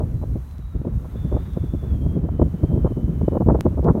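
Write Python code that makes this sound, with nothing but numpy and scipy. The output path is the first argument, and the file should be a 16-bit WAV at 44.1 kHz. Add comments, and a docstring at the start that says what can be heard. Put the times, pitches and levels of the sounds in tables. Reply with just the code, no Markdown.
"""Wind rumbles on the microphone and rises, its eddies landing as low thumps and fluttering buffets.
Behind it a glider passes overhead: air whistles thinly at a gap in the airframe, falling in pitch
as it goes by, over a soft rush from the wings and a faint lower tone on the approach.
A few dry ticks sound, and the recorder adds a faint hiss and one sharp click."""
import sys
import numpy as np
from scipy import signal
from scipy.fft import rfft, irfft, next_fast_len
from scipy.io import wavfile
from scipy.ndimage import uniform_filter1d, minimum_filter1d, map_coordinates

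SR = 44100
rng = np.random.default_rng(int(sys.argv[2]) if len(sys.argv) > 2 else 0)


def log_audio(samples):
    """Write samples as a 16-bit WAV file to the path given in sys.argv[1]."""
    # one column per channel
    frames = np.atleast_2d(samples).T
    # limit to full scale, then quantise
    limited = np.clip(frames, -1, 1)
    pcm = np.round(limited * 32767).astype(np.int16)
    wavfile.write(sys.argv[1], SR, pcm)


N = 176400

# colour of the recorder's hiss: frequency_hz, gain_db
HISS_COLOUR = [(1000, -9.5), (3500, -0.5), (5000, -3.5), (6000, 1.5), (7700, -2.5), (9000, 0), (10300, -2),
               (11500, 1), (15500, -1)]
# fader ride of the hiss, with two dips: time_s, level_db
HISS_FADER = [(0, -64), (.53, -62.5), (.56, -66), (.92, -67.5), (.95, -63), (1.3, -62.5), (2.13, -63),
              (2.17, -67.5), (2.41, -67), (2.44, -63.5), (4, -64)]
# faint dry ticks: time_s, level_db
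TICKS = [(0.512, -59), (0.582, -57.5), (1.534, -56), (3.844, -53.5)]

# wind on the microphone: time_s, rumble_db, flutter_db
WIND_FADERS = [(0, -27, -36), (.3, -24, -36), (.54, -33, -54), (.9, -27, -35), (1.12, -28.5, -37),
               (1.35, -25, -36), (1.5, -30.5, -39.5), (1.9, -24, -34.5), (2.2, -27, -27),
               (2.45, -24.5, -26.5), (2.56, -33, -32.5), (2.75, -25, -27.5), (3.15, -28, -31.5),
               (3.42, -27, -27), (3.73, -26.5, -30.5), (4, -25.5, -26.5)]
# deep body of the wind: frequency_hz, gain_db
RUMBLE_COLOUR = [(15, -33.5), (28, -16.5), (45, -2), (68, 4), (100, -3.5), (150, -11), (250, -25.5),
                 (500, -60), (1500, -110)]
# low-mid flap of the wind: frequency_hz, gain_db
FLUTTER_COLOUR = [(40, -21), (100, 1.5), (160, 6.5), (260, -2), (400, -10.5), (600, -19.5), (900, -33.5),
                  (1400, -45), (2500, -81.5), (5000, -110)]
# large, slow eddies: time_s, level_db
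THUMPS = [(.033, -19.5), (.15, -21), (0.336, -19.5), (.76, -17), (0.962, -15.5), (1.286, -22),
          (1.344, -14.5), (1.613, -19.5), (1.953, -23), (2.066, -21), (2.356, -20.5), (2.424, -11.5),
          (2.641, -17), (2.741, -16.5), (2.85, -14), (3.045, -16), (3.426, -21), (3.472, -20),
          (3.514, -18.5), (3.553, -18.5), (3.661, -16.5), (3.798, -21.5), (3.905, -13)]
# small, fast eddies, the faster the brighter: time_s, length_s, level_db, corner_hz
BUFFETS = [(0.011, 0.028, -26, 610), (0.225, 0.025, -31.5, 700), (.36, .015, -23, 367),
           (0.595, 0.0077, -28.5, 212), (.753, 0.021, -22.5, 217), (0.818, 0.0076, -26, 298),
           (.853, 0.0072, -26, 620), (0.873, 0.013, -20, 326), (1.049, 0.015, -39, 920),
           (1.156, 0.012, -26.5, 304), (1.253, 0.013, -18.5, 234.6), (1.325, 0.019, -24, 525),
           (1.345, 0.016, -23, 450), (1.368, .014, -23.5, 670), (1.57, 0.013, -19, 374),
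           (1.639, .022, -23, 219), (1.74, .02, -21, 265), (1.832, 0.029, -32, 400),
           (2.066, 0.0071, -23.5, 506), (2.165, 0.029, -18.5, 260), (2.29, 0.0056, -27.5, 784),
           (2.4, 0.014, -16.5, 480), (2.42, 0.0061, -9.5, 513), (2.429, 0.0074, -13.5, 379),
           (2.637, 0.02, -16, 291), (2.722, 0.057, -22, 331), (2.771, 0.03, -20.5, 322),
           (2.85, .011, -14.5, 375), (2.864, 0.014, -24.5, 807), (2.921, 0.0059, -19, 370),
           (2.972, 0.012, -27, 375), (3.035, 0.015, -24.5, 278), (3.086, 0.019, -23.5, 242),
           (3.217, 0.0086, -20.5, 510), (3.238, 0.023, -20.5, 260), (3.284, 0.006, -10, 450),
           (3.329, 0.036, -22, 463), (3.356, 0.013, -19.5, 560), (3.372, 0.0069, -15.5, 620),
           (3.41, 0.015, -15.5, 520), (3.422, 0.0084, -18, 464), (3.469, 0.018, -16.5, 360),
           (3.49, 0.0069, -7.5, 620), (3.502, 0.0084, -14, 870), (3.518, 0.019, -16, 374),
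           (3.53, .012, -17, 365), (3.549, 0.018, -16.5, 560), (3.59, .008, -23.5, 450),
           (3.658, 0.01, -12, 450), (3.667, .011, -14.5, 525), (3.683, .012, -19, 260),
           (3.778, 0.011, -23, 630), (3.793, 0.0071, -18.5, 454), (3.835, .016, -27, 520),
           (3.856, 0.027, -16, 500), (3.876, 0.018, -14.5, 750), (3.889, 0.012, -16, 1000),
           (3.899, 0.011, -17.5, 900), (3.909, 0.015, -13.5, 360), (3.954, 0.023, -21, 490),
           (3.974, 0.033, -23, 490)]
# dark tone of the microphone port: frequency_hz, gain_db
PORT_COLOUR = [(20, -35), (60, -12.5), (110, 1), (170, 1), (300, 0.5), (450, -2.5), (620, -1), (760, -6),
               (980, -3.5), (1350, -9), (1900, -19), (2600, -31), (4000, -48.5), (9000, -66.5)]

# air over the wings: time_s, level_db
WING_FADER = [(0, -57), (.5, -56), (.98, -55.5), (1.35, -51.5), (1.7, -54), (2.2, -55), (2.7, -54),
              (4, -55.5)]
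# soft colour of that air: frequency_hz, gain_db
WING_COLOUR = [(200, -5), (600, -1.5), (950, -1.5), (1280, -4), (1550, -8), (2200, -14), (2800, -18),
               (3800, -22), (5000, -30.5), (9000, -53.5)]
# lower tone of the airframe, in two swells: time_s, level_db
LOW_TONE_FADER = [(.55, -92), (.73, -62), (.9, -77), (1.1, -62.5), (1.3, -90)]
# falling glide of the whistle: time_s, pitch_hz
WHISTLE_GLIDE = [(0, 4000), (.52, 4020), (.64, 3850), (.71, 3890), (.755, 3600), (.79, 3880), (1.15, 3630),
                 (1.33, 3500), (1.48, 3700), (1.6, 3500), (1.87, 3490), (1.98, 3200), (2.15, 3250),
                 (2.36, 3030), (2.45, 3125), (2.55, 3000), (2.66, 3140), (2.78, 3145), (2.99, 3030),
                 (3.12, 3070), (3.7, 2834)]
# swells of the whistle: time_s, level_db
WHISTLE_FADER = [(0, -89), (.21, -73.5), (.3, -86), (.55, -71.5), (.8, -72), (.86, -88), (1.1, -85),
                 (1.17, -65.5), (1.32, -64.5), (1.55, -72), (1.85, -66), (2.17, -67.5), (2.22, -79),
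                 (2.36, -68.5), (2.45, -68), (2.51, -77), (2.65, -67.5), (3, -69), (3.3, -70), (3.5, -79),
                 (4, -95)]
# second strand of the whistle, overhead: time_s, pitch_hz, level_db
SECOND_STRAND = [(1.08, 3470, -100), (1.17, 3430, -68), (1.33, 3450, -73), (1.5, 3345, -75),
                 (1.63, 3414, -72), (1.85, 3413, -77), (2.12, 3120, -76), (2.3, 3050, -105)]
# loose strands that fray the whistle overhead: time_s, level_db
FRAY_FADER = [(0, -100), (1.05, -78), (1.3, -69), (1.55, -68), (2.0, -78), (2.4, -100)]


def amp(db):
    """Decibels to gain."""
    return 10 ** (np.asarray(db) / 20)


def unit(x):
    """Scale to rms 1."""
    return x / np.sqrt(np.mean(x ** 2) + 1e-20)


def curves(rows):
    """One value per sample for each column after the time."""
    times, *columns = np.transpose(rows)
    return [np.interp(np.arange(N) / SR, times, column) for column in columns]


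def wobble(rate, size=N):
    """A smooth random curve, rate knots a second."""
    return map_coordinates(rng.standard_normal(4096), [np.arange(size) * rate / SR], mode="wrap")


def eq_gain(colour, hz):
    """Gain of an EQ curve, its points joined on a log frequency axis."""
    points_hz, db = np.transpose(colour)
    return amp(np.interp(np.log(hz + 1), np.log(points_hz), db))


def rolloff(ratio, order):
    """Gain of a smooth filter that closes as ratio passes 1."""
    return 1 / np.sqrt(1 + ratio ** (2 * order))


def bandpass(low_hz, high_hz, order):
    """A response that rolls off on both sides of a band."""
    return lambda hz: rolloff(low_hz / hz, order) * rolloff(hz / high_hz, order)


def filtered(x, response):
    """Pass x through a frequency response."""
    size = next_fast_len(N + SR // 2)
    return irfft(rfft(x, size) * response(np.fft.rfftfreq(size, 1 / SR)), size)[:N]


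def noise(colour):
    """Coloured noise of rms 1."""
    return unit(filtered(rng.standard_normal(N), lambda hz: eq_gain(colour, hz)))


def tone(hz, flicker_db=2.6):
    """A quickly flickering sine of rms 1 on a pitch curve."""
    return unit(amp(flicker_db * wobble(85)) * np.sin(2 * np.pi * np.cumsum(hz) / SR))


def add_puff(out, time_s, length_s, db, response, size=16384):
    """Mix in a spiky puff of filtered noise: quick attack, slower release, level db over its length."""
    t = (np.arange(size) - size // 2) / SR
    attack_s, release_s = 0.15 * length_s, 0.47 * length_s
    swell = np.exp(-np.logaddexp(-t / attack_s, t / release_s))
    turbulence_db = 4 * wobble(380, size)
    spectrum = rfft(swell * amp(turbulence_db) * rng.standard_normal(size))
    # partly level out the spectrum so that the puff stays broad
    band_hz, evenness = 434, 0.69
    band_power = signal.fftconvolve(np.abs(spectrum) ** 2, np.hanning(int(band_hz * size / SR)), "same")
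    spectrum /= np.abs(band_power) ** (evenness / 2)
    puff = irfft(spectrum * response(np.fft.rfftfreq(size, 1 / SR) + 1))
    puff *= amp(db) * np.sqrt(length_s * SR / np.sum(puff ** 2))
    at = round(time_s * SR) + np.arange(size) - size // 2
    inside = (at >= 0) & (at < N)
    out[at[inside]] += puff[inside]


def limited(x, ceiling=0.9, size=441):
    """Smoothly duck any peak that would pass the ceiling."""
    needed = np.minimum(1, ceiling / (np.abs(x) + 1e-9))
    held = minimum_filter1d(needed, 2 * size)
    return x * uniform_filter1d(uniform_filter1d(held, size), size)


def recorder_hiss():
    """A faint, bright noise floor that dips twice."""
    db, = curves(HISS_FADER)
    return amp(db) * noise(HISS_COLOUR)


def recorder_click(start_s=3.609, level_db=-12.5, decay_s=0.0011):
    """One sharp click: the signal jumps and sinks back."""
    t = np.arange(N) / SR - start_s
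    return amp(level_db) * (t >= 0) * np.exp(-np.abs(t) / decay_s)


def ticks(length_s=0.004):
    """A few faint, dry ticks, each a tiny burst of bright noise."""
    out = np.zeros(N)
    for time_s, db in TICKS:
        add_puff(out, time_s, length_s, db, bandpass(low_hz=1210, high_hz=4500, order=2))
    return out


def wind_bed(rumble_swing_db=2, flutter_swing_db=4.5):
    """Continuous turbulence on the microphone: a deep rumble and a quicker flutter."""
    rumble_db, flutter_db = curves(WIND_FADERS)
    rumble = amp(rumble_db + rumble_swing_db * wobble(16)) * noise(RUMBLE_COLOUR)
    flutter = amp(flutter_db + flutter_swing_db * wobble(35)) * noise(FLUTTER_COLOUR)
    return rumble + flutter


def wind_eddies(thump_s=0.021, lead_s=0.002003):
    """Single eddies thump and buffet the microphone port, which passes little of their treble."""
    out = np.zeros(N)
    for time_s, db in THUMPS:
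        add_puff(out, time_s - lead_s, thump_s, db, bandpass(low_hz=52.4, high_hz=114, order=4))
    for time_s, length_s, db, corner_hz in BUFFETS:
        add_puff(out, time_s - lead_s, length_s, db,
                 lambda hz: eq_gain(PORT_COLOUR, hz) * rolloff(hz / corner_hz, order=3))
    return out


def wing_rush():
    """Air over the wings makes a broad, soft rush that swells as the glider passes."""
    db, = curves(WING_FADER)
    return amp(db + wobble(12)) * noise(WING_COLOUR)


def low_airframe_tone(pitch_hz=1327, waver_hz=16):
    """A faint lower tone of the airframe, heard on the approach."""
    db, = curves(LOW_TONE_FADER)
    return amp(db) * tone(pitch_hz + waver_hz * wobble(80))


def gap_whistle(waver_hz=25, strand_waver_hz=38, fray_spacing_hz=128, wander_hz=60.3, jitter_hz=45):
    """Air at a gap sings a wavering edge tone; overhead it frays and a second strand beats against it."""
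    pitch_hz, = curves(WHISTLE_GLIDE)
    edge_db, = curves(WHISTLE_FADER)
    strand_hz, strand_db = curves(SECOND_STRAND)
    fray_db, = curves(FRAY_FADER)
    edge = amp(edge_db) * tone(pitch_hz + waver_hz * wobble(130))
    strand = amp(strand_db) * tone(strand_hz + strand_waver_hz * wobble(90))
    fray = sum(tone(pitch_hz + offset_hz + wander_hz * wobble(13) + jitter_hz * wobble(170))
               for offset_hz in (-fray_spacing_hz, 0, fray_spacing_hz))
    return edge + strand + amp(fray_db) * unit(fray)


def scene():
    """Glider, wind and ticks in a mono mix."""
    glider = gap_whistle() + low_airframe_tone() + wing_rush()
    return (glider + wind_bed() + wind_eddies() + ticks())[None]


def record(dry):
    """Peaks are smoothly held below a ceiling; the recorder adds its hiss and a click, and cuts the very top."""
    top_hz = 16000
    mix = limited(dry[0]) + recorder_hiss() + recorder_click()
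    return filtered(mix, lambda hz: hz < top_hz)[None]


dry = scene()
out = record(dry)
log_audio(out)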